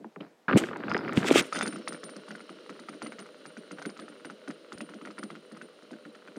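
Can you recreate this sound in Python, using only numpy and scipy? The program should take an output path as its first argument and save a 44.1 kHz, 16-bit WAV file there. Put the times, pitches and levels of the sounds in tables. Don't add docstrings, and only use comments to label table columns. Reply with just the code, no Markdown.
import sys
import numpy as np
from scipy import signal
from scipy.io import wavfile
from scipy.ndimage import uniform_filter1d

SR = 44100
rng = np.random.default_rng(int(sys.argv[2]) if len(sys.argv) > 2 else 0)


def master(y):
    cut = np.clip(np.atleast_2d(y).T, -1, 1)
    pcm = np.round(cut * 32767)
    wavfile.write(sys.argv[1], SR, pcm.astype(np.int16))


def volts(x):
    e = np.asarray(x, float) / 20
    return 10 ** e


N = 281358


def evened(x):
    return x / np.sqrt(np.mean(x ** 2) + 1e-20)


def band(x, low_hz, high_hz):
    return signal.sosfilt(signal.butter(3, [low_hz, high_hz], "band", fs=SR, output="sos"), x)


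def add(mix, s, sound):
    part = mix[round(s * SR):][:len(sound)]
    part += sound[:len(part)]


def curve(rows, column):
    rows = np.array(rows)
    return volts(np.interp(np.arange(N) / SR, rows[:, 0], rows[:, column], -150, -150))


def coloured(points, peaks=(), patchy_db=4.5, size=512):
    grid = (4 * N // size + 5, size // 2 + 1)
    hz = np.fft.rfftfreq(size, 1 / SR)
    f, db = np.transpose(points)
    shape = np.interp(np.log(hz + 1), np.log(f + 1), db)
    for mid, width, top_db in peaks:
        shape = shape + top_db / (1 + (2 * (hz - mid) / width) ** 2)
    patches = uniform_filter1d(rng.standard_normal(grid), size=12, axis=0)
    patches = evened(uniform_filter1d(patches, size=6, axis=1))
    z = rng.standard_normal(grid) + 1j * rng.standard_normal(grid)
    z = z * volts(shape + patchy_db * patches)
    noise = signal.istft(z.T, nperseg=size, noverlap=3 * size // 4)[1]
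    return evened(noise[:N])


def resonate(x, hz, width):
    pole = np.exp((2j * hz - width) * np.pi / SR)
    return 2 * signal.lfilter([1 - abs(pole)], [1, -pole], x).real


def resonate_twice(x, hz, width):
    return resonate(resonate(x, hz, width), hz, width)


def train(s, gain):
    return np.bincount(np.clip(np.round(s * SR).astype(int), 0, N - 1), gain, N)


def strike(blows, modes):
    t = np.arange(round(1.5 * SR * max(mode[2] for mode in modes))) / SR
    ring = sum(volts(db - 60 * t / t60) * np.sin(2 * np.pi * hz * t) for hz, db, t60 in modes)
    return signal.oaconvolve(blows, ring / abs(ring).max())[:N]


def smear(blows, length, decay_s):
    return signal.oaconvolve(blows, np.exp(-np.arange(length) / SR / decay_s))[:N]


def thud(hz, rise):
    t = np.arange(round(12 * rise * SR)) / SR
    turns = hz * (t + 1.8 * .0015 * (1 - np.exp(-t / .0015)))
    return t / rise * np.exp(1 - t / rise) * np.sin(2 * np.pi * turns)


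# frequency in Hz, relative level in dB, t60 in s.
CAP_MODES = [(708, -10, 0.015), (1100, -7, 0.007), (1400, 2, 0.018), (1940, -1, 0.0094),
             (2500, -1.5, 0.0018)]


def ring_cap(blows, shorten):
    return strike(blows, [(hz, db, t60 / shorten) for hz, db, t60 in CAP_MODES])


def specks(per_s, spread_db):
    size = volts(spread_db * np.minimum(rng.exponential(1, N), 3))
    return size * (rng.random(N) < per_s / SR)


# frequency in Hz, width in Hz, relative level in dB.
TABLE_TOP = [(164.2, 7.6, 20), (216.3, 59, 22.5), (298.5, 40, 19.5), (628, 235, 14.5)]


def boom(s, boom_db, swell):
    t = np.arange(SR // 5) / SR
    shaking = signal.oaconvolve(train(s, volts(boom_db)), t / swell * np.exp(1 - t / swell))[:N]
    noise = band(rng.standard_normal(N), 177.4, 530)
    steady = sum(volts(db) * resonate(noise, hz, width) for hz, width, db in TABLE_TOP)
    shaken = sum(volts(db) * resonate(noise * shaking, hz, width) for hz, width, db in TABLE_TOP)
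    return shaken / np.std(steady)


# frequency in Hz, relative level in dB per Hz.
ROOM_TONE = [(100, -22), (330, 6.5), (4730, -16.5), (6760, -20.5), (9070, -23), (15000, -31)]


def room():
    return volts(-64) * coloured(ROOM_TONE, patchy_db=1.2)


# time in seconds, boom level in dB.
CAP_TAPS = [(0.001, -43), (0.048, -42.5), (0.168, -43.5), (0.201, -41)]


def taps():
    return boom(*np.transpose(CAP_TAPS), 0.009)


# time in seconds, level in dB, pitch in Hz.
CLICKS = [(0.0438, -35, 840), (0.1604, -33.5, 925), (0.207, -37, 2950), (0.511, -20, 1150),
          (0.526, -22, 1550), (0.531, -18.5, 1170), (0.564, -24, 2680), (0.637, -22.5, 1600),
          (0.687, -29, 1400), (0.712, -33, 1100), (0.732, -32.5, 1240), (0.76, -27.5, 1100),
          (0.8045, -36, 1300), (0.836, -27, 1290), (0.882, -28, 1300), (0.915, -18, 1180),
          (0.946, -16, 1550), (0.966, -22, 1110), (0.99, -29, 1120), (1.048, -31.5, 1400),
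          (1.079, -30, 1750), (1.093, -25.5, 1170), (1.1244, -29, 1730), (1.2296, -24.5, 1660),
          (1.244, -23, 920), (1.305, -18, 2770), (1.445, -37, 2500)]
REBOUND_S, REBOUND_DB = .005, -8.5


def clatter():
    out, t = np.zeros(N), np.arange(1300) / SR
    for s, db, hz in CLICKS:
        grit = rng.standard_normal(len(t))
        puff = resonate(resonate(grit, hz, 0.49 * hz), hz, 0.5 * hz)
        puff = evened(puff) * np.exp(-t / 0.0022)
        add(out, s, volts(db - 6) * thud(hz, .0005))
        add(out, s, volts(db + 2.5) * puff)
        add(out, s + REBOUND_S, volts(db + REBOUND_DB + 2 * grit[1]) * puff)
        add(out, s + 0.0015, volts(db - 6.5) * thud(330 + 60 * grit[0], 0.0039))
    return band(band(out, 120, 3100), 60, 4000)


# time in seconds, rumble level in dB.
DRAG = [(.198, -67), (.206, -41.5), (.3, -62), (.478, -86), (.484, -32), (.6, -27.5), (.66, -40.5),
        (.88, -38.5), (.905, -33), (1.001, -36), (1.04, -37.5), (1.4, -27.5), (1.44, -43), (1.51, -66),
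        (1.54, -44.5), (1.66, -38.5), (1.8, -93)]
# frequency in Hz, relative level in dB per Hz.
DRAG_TONE = [(35, -80), (60, -31), (97, -62), (198, 20), (321, 9.5), (642, 1.5), (1390, -16), (4580, -21),
             (6000, -37.5), (9000, -73)]


def sliding():
    lumps = volts(2 * evened(uniform_filter1d(rng.standard_normal(N), size=500)))
    rumble = evened(lumps * coloured(DRAG_TONE, patchy_db=1.5))
    crackle = evened(band(ring_cap(specks(600, 5.5), 3), 580, 2370))
    return curve(DRAG, column=1) * (rumble + volts(-9) * crackle)


# start in seconds, end in seconds, level in dB, pitch in Hz, width in Hz.
RIM_GRAB = (.4805, .506, -26, 1280, 750)


def grab():
    out = np.zeros(N)
    start, end, db, hz, width = RIM_GRAB
    grind = resonate_twice(rng.standard_normal(round((end - start) * SR)), hz, width)
    add(out, start, volts(db) * evened(band(grind, 500, 3300)) * signal.windows.tukey(len(grind), .15))
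    return out


# frequency in Hz, relative level in dB per Hz.
SKIN_TONE = [(900, -42), (1240, 9.5), (1580, 6.5), (2980, 9), (4380, -1.5), (7980, -3.5), (15800, -28)]
# start, peak and end in seconds, peak level of the swish in dB,
# extra treble in dB, shape (1 = pointed top, 3 = flat with a sudden stop).
FINGER_FLICKS = [(0.558, 0.576, 0.64, -29, 7, 1.3), (0.496, 0.647, 0.79, -49, -24, 1.7),
                 (1.115, 1.178, 1.293, -37.5, -7, 1.3), (1.195, 1.287, 1.317, -28, -19, 1.27),
                 (1.281, 1.33, 1.33, -32, 3, 1.8), (1.31, 1.389, 1.425, -22, -7, 2.9),
                 (1.398, 1.447, 1.63, -48, -19, 1.23), (1.45, 1.62, 1.9, -51, -19, 1.3)]
FLICK_ENDS_DB = -50.5


def flicks():
    grit = 1 + 5.7 * uniform_filter1d(rng.exponential(1, N) ** 2, size=90)
    swish = evened(grit * coloured(SKIN_TONE, patchy_db=.3))
    treble = band(swish[::-1], 6800, 16000)
    t, out = np.arange(N) / SR, np.zeros(N)
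    for start, peak, end, db, treble_db, flat in FINGER_FLICKS:
        away = np.interp(t, [start, peak, end], [1, 0, 1])
        level = volts(db + FLICK_ENDS_DB * away ** flat) * (away < 1)
        out += level * (swish + volts(treble_db) * treble)
    return out


# time in seconds, level in dB, final pitch in Hz,
# time to the peak in seconds.
HAND_BUMPS = [(.534, -14, 240, .005), (.546, -11, 140, .005), (.559, -6, 200, .0028),
              (.570, -11, 260, .002), (1.1745, -10, 195, .0033), (1.3112, -5.5, 260, .0015),
              (1.3578, -5.5, 260, .0014)]


def bumps():
    out = np.zeros(N)
    for s, db, hz, rise in HAND_BUMPS:
        add(out, s, volts(db) * thud(hz, rise))
    return out


# time in seconds, peak level in dB, pitch in Hz.
CRACKS = [(0.772, -38, 6750), (1.1325, -34, 6000), (1.1362, -36, 8950), (1.171, -27, 3500),
          (1.1741, -12, 2660), (1.468, -36, 8850), (1.8764, -20.5, 1890), (1.881, -22, 4320)]


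def snaps():
    out = np.zeros(N)
    for s, db, hz in CRACKS:
        turns = np.arange(-40, 40) / SR * hz
        add(out, s - 40 / SR, volts(db) * np.exp(-(turns / .6) ** 2) * np.cos(2 * np.pi * turns))
    return out


# time in seconds, level in dB.
METAL_TICKS = [(0.8969, -31.5), (0.9054, -35), (0.9218, -33), (0.9373, -30), (0.967, -34), (0.9782, -27),
               (1.0844, -39), (1.532, -42), (1.5445, -33), (1.553, -39), (1.559, -30), (1.591, -37),
               (1.599, -37), (1.6105, -30), (1.628, -31), (1.638, -35), (1.6714, -50), (1.68, -56)]
# frequency in Hz, relative level in dB, t60 in s.
TICK_MODES = [(3880, -10, 0.017), (4670, 13, 0.003), (5085, 0.5, 0.014), (6070, 6.5, 0.003),
              (7850, -6, 0.00065)]
# frequency in Hz, relative level in dB, t60 in s.
HELD_MODES = [(3560, -9, 0.09), (4975, -2, 0.12), (5020, -1, 0.1), (5400, -9, 0.13)]
# frequency in Hz, relative level in dB, t60 in s.
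ARM_MODES = [(9134, 0, .22), (9155, -1, .2), (14900, -17, .1)]
FREED_S, FREED_DB = 1.5, -9


def jingle():
    s, db = np.transpose(METAL_TICKS)
    arm_hz, _, arm_t60 = ARM_MODES[0]
    ticks = strike(train(s, volts(db)), TICK_MODES + HELD_MODES + [(arm_hz, -10, arm_t60)])
    ticks += strike(train(s, (s > FREED_S) * volts(db + FREED_DB)), HELD_MODES[:1])
    return band(band(ticks, 1500, 8000), 1500, 9500)


# time in seconds, level in dB, width in seconds.
LOW_THUMPS = [(1.175, -11.5, 0.0019), (1.88, -47, 0.0094), (4.754, -40, 0.0024)]


def thumps():
    t = np.arange(N) / SR
    return sum(volts(db) * np.exp(-((t - s) / width) ** 2) * (t - s) / width for s, db, width in LOW_THUMPS)


# time in seconds, level in dB.
WHIR_LEVEL = [(1.4, -47), (2.04, -50.5), (6.38, -56)]
# frequency in Hz, relative level in dB per Hz.
ROLLING_TONE = [(80, -33), (200, 5), (420, 8.5), (650, 4.5), (710, -45), (1150, -4.5), (1390, -5),
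                (2160, -14.5), (2930, -24), (4050, -8.5), (8500, -29), (11500, -84)]
# frequency in Hz, width in Hz, height in dB.
BODY_PEAKS = [(408, 26, 4.5), (497, 18, 9.5), (597.5, 22, 7.5), (1440, 19, 8), (2924, 750, 20.5),
              (4000, 200, 3.5)]
FIRST_SINGING = 5380, -19, 2.9


def bearing():
    rolling = coloured(ROLLING_TONE, BODY_PEAKS, patchy_db=1.2, size=2048)
    noise = rng.standard_normal(N)
    singing = evened(sum(volts(db) * resonate_twice(noise, hz, 45) for hz, db, _ in ARM_MODES))
    hz, db, gone = FIRST_SINGING
    fade = np.clip(gone - np.arange(N) / SR, 0, 1) ** .5
    early = volts(db) * evened(resonate_twice(noise, hz, 70)) * fade
    rattle = evened(band(ring_cap(specks(200, 7.5), 2), 700, 4000))
    return curve(WHIR_LEVEL, column=1) * (rolling + early + volts(-22) * singing + volts(-10.5) * rattle)


def cap_knocks(s, knock_db):
    out = np.zeros(N)
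    graze_db = knock_db - 36.5 - 14 * rng.random(len(s))
    for hz, db, t60 in CAP_MODES:
        share, lag, echo = rng.random((len(s), 3)).T
        side = rng.integers(0, 3, len(s))
        for k, tune in enumerate((.92, 1, 1.08)):
            on = side == k
            graze = train(s - .005, on * volts(graze_db))
            first = train(s + 0.00086 * lag, on * volts(knock_db - 15 - 6.8 * share))
            second = train(s + 0.00303 + 0.0058 * lag, on * volts(knock_db - 17.5 - 33.0 * echo))
            out += volts(db) * strike(graze + first - second, [(tune * hz, db, t60)])
    return band(out, 440, 14000)


SCUFF_S = 0.0011
BOUNCE_DB, BOUNCE_S = -23, .007


def ticks(tick_s, tick_db):
    out, grit = np.zeros(N), rng.standard_normal(N)
    echo, weak = rng.random((2, len(tick_s)))
    bounce = train(tick_s + .003 + BOUNCE_S * echo ** 2, volts(tick_db + BOUNCE_DB - 6 * weak))
    for mode in TICK_MODES:
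        blows = train(tick_s, volts(tick_db - 14.5 - 6.4 * rng.random(len(tick_s)))) + bounce
        scuff = smear(blows, 400, SCUFF_S) * grit
        out += volts(mode[1]) * strike(scuff / np.sqrt(SCUFF_S * SR / 2), [mode])
    return band(out, 3200, 9800)


def arm_ring(tick_s, ring_db):
    out = np.zeros(N)
    for mode in ARM_MODES:
        share = rng.choice([-1, 1], len(tick_s)) * rng.uniform(0.043, 1, len(tick_s))
        out += volts(mode[1]) * strike(train(tick_s, volts(ring_db) * share), [mode])
    return band(out, 8500, 14300)


def ball_chatter(s, knock_db):
    chatter = ring_cap(rng.standard_normal(N) * (rng.random(N) < 500 / SR), 2)
    jolt = smear(train(s + 0.00234, volts(knock_db - 32.0)), SR // 5, 0.011)
    return band(jolt * (coloured(SKIN_TONE) + volts(4.5) * evened(chatter)), 420, 7000)


# time in seconds, then levels in dB of knock, table boom
ROCKS = [(1.417, -19, -55, -26.5), (1.5253, -8.5, -47, -23), (1.5483, -12, -46, -25.5),
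         (1.5582, -11, -53, -27), (1.5678, -10.5, -40, -26), (1.584, -11, -49, -20.5),
         (1.6104, -5, -55, -24), (1.6237, -10, -38, -21), (1.6582, -15, -42, -30),
         (1.672, -12.5, -42.5, -24), (1.725, -16, -40, -36), (1.7587, -18.5, -42, -38),
         (1.7796, -28, -48, -41), (1.876, -12.5, -40.5, -24), (1.923, -17.5, -42, -29.5),
         (1.9452, -22.5, -68, -52), (2.0327, -19, -42.5, -27.5), (2.0915, -22, -50, -35),
         (2.159, -24, -42.5, -34), (2.28, -23.5, -47, -39), (2.307, -18.5, -42.5, -35.5),
         (2.351, -22, -52, -41), (2.405, -25, -54, -39.5), (2.4933, -21.5, -41, -43),
         (2.694, -18.5, -45, -42), (2.792, -24, -48, -37), (2.886, -17, -45, -36),
         (2.937, -27.5, -46.5, -44), (3.0186, -14, -38, -30), (3.046, -24.5, -69, -40),
         (3.0625, -18, -44, -35), (3.121, -21, -48.5, -40), (3.185, -21, -45.5, -33.5),
         (3.196, -23, -48, -33.5), (3.2585, -28, -71, -44), (3.4546, -20.5, -45.5, -35.5),
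         (3.568, -22, -45.5, -38.5), (3.7109, -20.5, -41.5, -36), (3.784, -20, -49, -39.5),
         (3.817, -16.5, -54, -34), (3.8529, -15, -35, -30), (3.893, -24, -56, -38),
         (3.968, -24, -55, -38.5), (3.9919, -21.5, -43.5, -32.5), (4.0177, -23.5, -44.5, -73),
         (4.081, -23.5, -49, -40), (4.2478, -18.5, -41, -36), (4.299, -18, -48, -45),
         (4.4762, -23, -37.5, -36), (4.504, -19, -86, -35), (4.721, -17.5, -44, -32),
         (4.7767, -26.5, -48, -32), (4.8056, -16.5, -41, -32), (4.8901, -23.5, -47.5, -45),
         (4.937, -22.5, -43, -41), (5.013, -23, -47, -48), (5.0513, -19.5, -47, -36.5),
         (5.0722, -22, -43.5, -68), (5.1043, -26.5, -58, -40), (5.181, -17, -40.5, -33),
         (5.2296, -16.5, -41.5, -31), (5.3029, -19, -43, -47), (5.353, -22, -50, -72),
         (5.514, -26, -46, -41), (5.5661, -28, -52, -42), (5.614, -21.5, -47, -39), (5.8233, -30, -56, -47),
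         (5.9082, -27.5, -41, -38.5), (5.931, -23.5, -59, -74), (6.052, -23.5, -44, -54),
         (6.148, -28, -57, -46), (6.275, -22.5, -52, -50), (6.3593, -26.5, -37.5, -40.5)]
RING_DB, RING_PER_TICK, RING_PER_BOOM = -51.5, 1, 0.39
REFERENCE_TICK_DB, REFERENCE_BOOM_DB = -36, -44


def knocks():
    s, knock_db, boom_db, tick_db = np.transpose(ROCKS)
    ring_db = RING_DB + RING_PER_TICK * (tick_db - REFERENCE_TICK_DB)
    ring_db = ring_db + RING_PER_BOOM * (boom_db - REFERENCE_BOOM_DB)
    tick_s = s + .005 + .002 * rng.random(len(s))
    metal = ticks(tick_s, tick_db) + arm_ring(tick_s, ring_db)
    return cap_knocks(s, knock_db) + metal + boom(s, boom_db, 0.013) + ball_chatter(s, knock_db)


def scene():
    handling = taps() + clatter() + sliding() + grab() + flicks() + bumps() + snaps() + jingle()
    return (room() + handling + thumps() + bearing() + knocks())[None]


def roll_off(x):
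    return signal.sosfilt(signal.butter(12, 16030, fs=SR, output="sos"), x)


def record(dry):
    thin = signal.sosfilt(signal.butter(2, 100, "high", fs=SR, output="sos"), dry)
    return roll_off(thin)


dry = scene()
out = record(dry)
master(out)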